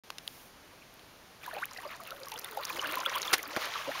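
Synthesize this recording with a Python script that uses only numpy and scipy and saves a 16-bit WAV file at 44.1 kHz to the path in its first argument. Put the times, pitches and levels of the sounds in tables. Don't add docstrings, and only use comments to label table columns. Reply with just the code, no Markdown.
import sys
import numpy as np
from scipy import signal
from scipy.io import wavfile
from scipy.ndimage import uniform_filter1d

SR = 44100
rng = np.random.default_rng(int(sys.argv[2]) if len(sys.argv) > 2 else 0)


def store_wav(level_fs):
    pcm = np.round(np.clip(np.atleast_2d(level_fs), -1, 1) * 32767)
    wavfile.write(sys.argv[1], SR, pcm.T.astype(np.int16))


def voltage_ratio(decibels):
    exponent = np.asarray(decibels, float) / 20
    return 10 ** exponent


N = 176400
TIME = np.arange(N) / SR

# t/s, level/dB
STIR = [(1.4, -64), (1.44, -49.5), (1.62, -48.5), (1.68, -58), (1.8, -49.5), (2.2, -53.5), (2.35, -47),
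        (2.52, -48), (2.85, -38), (3.24, -38.5), (3.31, -37), (3.47, -43), (3.63, -38.5), (3.8, -43),
        (4.0, -42)]


def stirring():
    s, db = np.transpose(STIR)
    return np.interp(TIME, s, db, left=-120)


# t/s, peak level/dB, f/Hz
GULPS = [(1.477, -29, 1025), (1.529, -36, 614), (1.711, -43.5, 1000), (1.831, -36.5, 877),
         (1.853, -30.5, 559), (2.0, -34.5, 1157), (2.114, -31.5, 1380), (2.268, -36.5, 1075),
         (2.318, -32.5, 848), (2.34, -35.5, 870), (2.571, -26.5, 796), (2.599, -32, 1120),
         (2.702, -29, 1046), (2.823, -25.5, 1124), (2.971, -23, 1000), (3.059, -23, 1340),
         (3.064, -32.5, 531.5), (3.253, -30, 1180), (3.755, -26, 1137), (3.952, -31, 1073),
         (1.512, -38.5, 1410), (1.565, -34, 796), (1.617, -34, 1085), (1.724, -51, 1266), (1.782, -41, 730),
         (1.85, -35.5, 1107), (1.945, -40.5, 1000), (2.545, -41, 600), (2.902, -31, 1150),
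         (3.79, -34, 1100), (3.866, -31.5, 908), (3.533, -38.5, 550), (2.125, -41, 687), (2.925, -37, 637),
         (1.8, -42.5, 1155)]


def gulps():
    s, db, hz = np.transpose(GULPS)
    octaves_per_s = np.full_like(hz, 4.8)
    return bubbles(s, db, hz, 70 / hz, octaves_per_s, size=3500)


# t/s, peak level/dB, f/Hz
PLIPS = [(1.433, -34, 2460), (1.459, -33.5, 1630), (1.511, -34.5, 1800), (1.533, -36, 1800),
         (1.582, -33, 2550), (1.6844, -41, 2100), (1.7628, -32, 1910), (1.787, -33.5, 1800),
         (1.771, -32.5, 2610), (1.451, -36.5, 3650), (1.548, -37, 2400), (1.875, -38, 4660),
         (1.838, -39, 2640), (1.924, -33, 2500), (2.0763, -36, 2780), (2.317, -40, 1900),
         (2.3585, -33, 3120), (2.4447, -29.5, 3512), (2.634, -28.5, 3520), (2.6992, -27, 2450),
         (2.7644, -32, 2100), (2.794, -22, 2840), (2.844, -23.5, 1540), (2.8575, -21, 2690),
         (3.061, -13.5, 3410), (3.1253, -30, 2030), (3.148, -21.5, 3230), (3.1562, -24, 3330),
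         (3.279, -26.5, 3320),
         (0.821, -42.5, 2330),
    (3.3784, -28.5, 1690),
    (3.391, -26, 2050),
    (3.454, -32.5, 4400),
    (3.916, -31, 1700),
]


def plips():
    s, db, hz = np.transpose(PLIPS)
    octaves_per_s = np.full_like(hz, 5.3)
    return bubbles(s, db, hz, 64.6 / hz, octaves_per_s, size=1500)


# t/s, peak level/dB, start f/Hz, end f/Hz, length/s
SWEEPS = [(1.621, -32, 1150, 3800, 0.027), (1.552, -41.5, 480, 1105, 0.058), (3.873, -35, 520, 955, 0.0456),
          (3.87, -45.5, 290, 234, 0.049), (2.2, -48, 540, 530, .075), (2.33, -52, 440, 570, 0.08),
          (2.5, -50, 430, 460, 0.092), (2.85, -50.5, 290, 550, 0.16), (2.72, -50, 320, 490, 0.114),
          (3.185, -53.5, 340, 1500, 0.115), (2.09, -52, 520, 630, 0.13), (2.0, -52.5, 710, 550, 0.073),
          (2.572, -40, 520, 650, .045), (3.468, -51, 290, 305, 0.047), (3.15, -31.5, 1000, 1490, 0.0345),
          (3, -35, 1000, 1040, 0.024)]


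def sweeps():
    s, db, start, end, length = np.array(SWEEPS).T[:, :, None]
    u = np.minimum(np.arange(6800) / SR / length, 1)
    body = voltage_ratio(db) * np.sin(np.pi * u ** 0.62) ** 0.75
    return sing(s[:, 0], body, start * (end / start) ** u ** 1.84)


# rate/(1/s), level re stir/dB, lowest f/Hz, highest f/Hz, decay/cycles
GRAINS = [
    (59.2, -11.5, 300, 517, 35),
    (302, -6.5, 480, 1300, 40.5),
    (1000, 4, 979, 4215, 19.8),
    (550, -1, 3860, 7230, 18),
]
GRAIN_SPREAD_DB, GRAIN_RISE, CLUMP_DB = 5, 0.3, 5


def gurgle(stir_db):
    out = 0
    for per_s, db, low_hz, high_hz, cycles in GRAINS:
        chance = per_s * voltage_ratio(CLUMP_DB * drift(12)) / SR
        born = np.flatnonzero((rng.random(N) < chance) & (TIME > STIR[0][0]))
        pitch_u, decay_u, level_u, rise_u = rng.random((4, len(born)))
        hz = low_hz * (high_hz / low_hz) ** pitch_u
        t60 = cycles * (0.55 + 1.38 * decay_u) / hz
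        level = stir_db[born] + db - GRAIN_SPREAD_DB * np.log(level_u + 1 / 12) - 4.5
        rise = GRAIN_RISE * 4 * rise_u ** 2 / t60
        out = out + bubbles(born / SR, level, hz, t60, rise, size=int(cycles / low_hz * SR * 2 / 3))
    return out


# t/s, peak level/dB, centre f/Hz
TICKS = [(1.4638, -26.5, 12500), (1.541, -33, 13800), (1.6554, -21, 12000), (2.004, -36, 13700),
         (2.036, -29.5, 12500), (2.0742, -30, 14000), (2.1066, -33, 10500), (2.17, -39, 15550),
         (2.202, -35, 9500), (2.2573, -37, 10300), (2.2847, -25.5, 9900), (2.3178, -31, 8900),
         (2.3402, -25.5, 12300), (2.3946, -23.5, 13300), (2.4452, -22.5, 9910), (2.5117, -30, 15000),
         (2.5762, -35, 13800), (2.611, -31, 14000), (2.6337, -29, 14300), (2.6514, -23, 12400),
         (2.6983, -27, 13100), (2.8437, -28, 11900), (2.8723, -22, 13600), (2.9123, -39, 15100),
         (2.9248, -32, 14200), (2.9554, -21, 12500), (2.9836, -28, 12100), (3.059, -24, 15500),
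         (3.1551, -24.5, 9910), (3.1594, -22.5, 13600), (3.213, -29, 9950),
         (3.3821, -22, 12300),
    (3.4301, -25, 13300),
    (3.477, -27, 12100),
    (3.6127, -31, 10800),
    (3.656, -24, 9200),
]


def ticks():
    t60_s = 0.0038
    return snaps([(*row, t60_s) for row in TICKS], sharpness=1.8)


# t/s, peak level/dB, centre f/Hz
PATS = [(1.711, -35, 5050), (1.733, -35.5, 6900), (1.7746, -32.5, 4530), (2.1066, -31, 3670),
        (2.2328, -34, 4600), (2.2573, -40, 4994), (2.318, -30.5, 3630), (2.377, -34, 4680),
        (2.3885, -31.5, 5770), (2.6517, -20.5, 5780), (2.6793, -36, 3640), (2.8143, -31, 5970),
        (3.0024, -27, 5330), (3.0954, -28.5, 5610), (3.1114, -44, 5560), (3.2016, -48, 3790),
        (3.218, -21.5, 6500), (3.229, -23.5, 3720), (3.4296, -28, 6400), (3.7385, -28, 3770)]


def pats():
    t60_s = 0.016
    return voltage_ratio(0.5) * snaps([(*row, t60_s) for row in PATS], sharpness=6.9)


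CRACKLE_PER_S, CRACKLE_DB, CRACKLE_T60_S = 90, -50.5, 0.0026
CRACKLE_FOLLOWS, CRACKLE_CLUMP_DB = 0.86, 4
CRACKLE_CALMS_S, CRACKLE_CALM_DB = 3.34, -8


def crackle(stir_db):
    out, fall = 0, voltage_ratio(-60 / (CRACKLE_T60_S * SR))
    for low_hz, high_hz in [(3500, 9100), (5000, 7400), (8500, 9800), (11000, 15600), (13000, 17000)]:
        born = rng.random(N) < CRACKLE_PER_S * voltage_ratio(CRACKLE_CLUMP_DB * drift(10)) / SR
        strength = voltage_ratio(5.6 * np.minimum(rng.exponential(1, N), 3))
        envelope = signal.lfilter([1], [1, -fall], born * strength + 1e-18)
        band = signal.butter(1, [low_hz, high_hz], "band", fs=SR, output="sos")
        out = out + signal.sosfilt(band, rng.standard_normal(N)) * envelope
    level_db = CRACKLE_DB + CRACKLE_FOLLOWS * (stir_db + 49.5) + CRACKLE_CALM_DB * (TIME > CRACKLE_CALMS_S)
    return out * voltage_ratio(level_db) * (TIME > STIR[0][0])


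# f/Hz, level/dB
WASH = [(100, -45), (200, -21), (500, -7), (1500, -2), (3000, -4.5), (5300, -20), (9000, -20), (16000, -17)]


def wash(stir_db):
    return voltage_ratio(stir_db - 9.5) * banded(WASH, rng.standard_normal((2, N)), patchy_db=3.5)


# f/Hz, level/dB
SLAP_TONE = [(90, -52), (200, -13), (350, -17), (850, -5), (2000, -5.5), (6000, -9.5), (9000, -12.5),
             (16000, -23)]


def slap():
    return blow(3.3305, db=-20, hold_s=.0115, t60_s=.045, tone=SLAP_TONE)


# f/Hz, level/dB
PLOP_TONE = [(80, -25), (300, -6.5), (740, -1), (1900, -9), (2500, -13), (6800, -46), (16000, -46)]


def plop():
    return blow(3.563, db=-30, hold_s=.0095, t60_s=.05, tone=PLOP_TONE)


# t/s, peak level/dB, centre f/Hz, decay t60/s
BURSTS = [
    (3.3366, -9, 1000, .012),
    (3.3412, -12, 1600, .004),
    (3.5635, -20, 1400, .01),
    (3.564, -23, 2300, .012),
    (3.569, -21, 600, .025),
]


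def bursts():
    return snaps(BURSTS, sharpness=1.9)


# f/Hz, level/dB
SPRAY_TONE = [(300, -26), (800, -3.5), (1800, 1), (3500, -4.5), (6000, -9), (9000, -18), (16000, -22)]
SPRAY_S, SPRAY_RISE_S, SPRAY_T60_S = 3.575, .05, 15
SPRAY_DB, SPRAY_BURST_DB, SPRAY_BURST_S = -40.5, 10, 0.08


def spray():
    t = np.maximum(TIME - SPRAY_S, 0)
    hiss = banded(SPRAY_TONE, rng.standard_normal((2, N)), patchy_db=2.0)
    landing_db = SPRAY_BURST_DB * np.exp(-(t / SPRAY_BURST_S) ** 4)
    onset = 1 - np.exp(-t / SPRAY_RISE_S)
    return voltage_ratio(SPRAY_DB + landing_db - 60 * t / SPRAY_T60_S) * onset * hiss


# t/s, peak level/dB, centre f/Hz, decay t60/s
CLICKS = [
    (.103, -23.5, 1200, 0.0086),
    (.1032, -27.5, 3850, 0.015),
    (.1025, -47, 11000, .008),
    (.1835, -26.5, 3630, 0.015),
    (.184, -53, 7000, .01),
    (.277, -23, 3800, 0.007),
    (.277, -34, 8900, 0.0067),
    (.735, -45, 584, 0.079),
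    (.94, -42, 13000, .006),
    (.994, -42, 3970, .008),
]


def clicks():
    return snaps(CLICKS, sharpness=3.1)


def rustle():
    start_s, length_s, level_db, lowest_hz = 0.2, 0.32, -54.5, 2500
    high_pass = signal.butter(1, lowest_hz, "high", fs=SR, output="sos")
    hiss = signal.sosfilt(high_pass, rng.standard_normal(N))
    stroke = np.sin(np.pi * np.clip((TIME - start_s) / length_s, 0, 1)) ** 0.72
    return voltage_ratio(level_db) * hiss * stroke


# f/Hz, level/dB
AIR = [(20, -2.5), (120, 0), (870, -2.5), (3000, -8), (6000, -12), (9000, -16.5), (16000, -20)]


def air():
    return voltage_ratio(-55.5) * banded(AIR, rng.standard_normal((2, N)))


def bubbles(s, db, hz, t60, rise, size):
    t = np.arange(size) / SR
    db, hz, t60, rise = (np.asarray(v, float)[:, None] for v in (db, hz, t60, rise))
    decay = voltage_ratio(db - 60 * t / np.maximum(t60, 1e-3))
    onset = 1 - np.exp(-t * hz / 1.88)
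    return sing(s, decay * onset * (1 - t / t[-1]), np.minimum(hz * 2 ** (rise * t), 16000))


def sing(s, body, pitch):
    wobble, wobble_db = .07, 4
    rows, size = pitch.shape
    steps = np.repeat(rng.standard_normal((2, rows, size // 100 + 1)), 100, axis=2)
    shake = uniform_filter1d(steps, 100, axis=2)[..., :size]
    phase = 2 * np.pi * np.cumsum(pitch * (1 + wobble * shake[1]), axis=1) / SR
    out = np.zeros(N)
    add(out, s, body * voltage_ratio(wobble_db * shake[0]) * np.sin(phase))
    return out


def snaps(rows, sharpness):
    out, t = np.zeros(N), np.arange(1500) / SR
    for s, db, hz, t60 in rows:
        edge = np.clip([hz * 2 ** (-1 / sharpness), hz * 2 ** (1 / sharpness)], 50, 19000)
        noise = rng.standard_normal(len(t)) * voltage_ratio(-60 * t / t60)
        burst = signal.lfilter(*signal.butter(1, edge, "band", fs=SR), noise)
        add(out, [s], voltage_ratio(db) * burst[None] / np.abs(burst).max())
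    return out


def blow(s, db, hold_s, t60_s, tone):
    t, out = np.arange(-2000, 5000) / SR, np.zeros(N)
    crackling = voltage_ratio(3.1 * rng.standard_normal(len(t)))
    torn = banded(tone, rng.standard_normal((2, len(t))) * crackling)
    before = voltage_ratio(-14.5 + 2100 * np.minimum(t, 0)) * (t <= 0)
    after = (t > 0) * voltage_ratio(-60 * np.maximum(t - hold_s, 0) / t60_s - 2.2 * (t > hold_s))
    add(out, [s + t[0]], voltage_ratio(db) * torn[None] * (before + after))
    return out


def banded(spectrum, white, patchy_db=0):
    hz, db = np.transpose(spectrum)
    out, together = 0, drift(9) + .7 * drift(45)
    edges = 18 * 2 ** np.arange(0, 10.1, .5)
    for k, (low, high) in enumerate(zip(edges, edges[1:])):
        band = signal.sosfilt(signal.butter(2, [low, high], "band", fs=SR, output="sos"), white[k % 2])
        flicker = patchy_db * (0.82 * together + drift(9.1)) if patchy_db else 0
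        level_db = np.interp(np.log(low * high) / 2, np.log(hz), db)
        out = out + band * voltage_ratio(level_db + flicker)
    return rms_one(out)


def drift(rate):
    r = np.exp(-80 * np.pi * rate / SR)
    slow = signal.lfilter([1], [1, -2 * r, r * r], rng.standard_normal(N // 40 + 2002))[2000:]
    return np.interp(np.arange(N) / 40, np.arange(len(slow)), rms_one(slow))


def rms_one(x):
    return x / np.sqrt(np.mean(x ** 2) + 1e-20)


def add(out, s, shapes):
    at = (np.asarray(s) * SR).astype(int)[:, None] + np.arange(shapes.shape[1])
    out += np.bincount(at.ravel(), shapes.ravel(), N)[:N]


def scene():
    stir_db = stirring()
    ringing = gulps() + plips() + sweeps() + gurgle(stir_db)
    droplets = ticks() + pats() + crackle(stir_db)
    far = slap() + plop() + bursts() + spray()
    hand = clicks() + rustle()
    return (ringing + droplets + wash(stir_db) + far + hand + air())[None]


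def top_cut(x):
    return signal.sosfilt(signal.butter(12, 16820, fs=SR, output="sos"), x)


def record(dry):
    notch_hz, notch_width_hz, cutoff_hz, start_s = 7935, 1600, 16100, .0362
    notched = signal.lfilter(*signal.iirnotch(notch_hz, notch_hz / notch_width_hz, fs=SR), dry)
    cut = signal.sosfilt(signal.cheby2(16, 50, cutoff_hz, fs=SR, output="sos"), notched)
    return top_cut(cut * (TIME > start_s))


dry = scene()
out = record(dry)
store_wav(out)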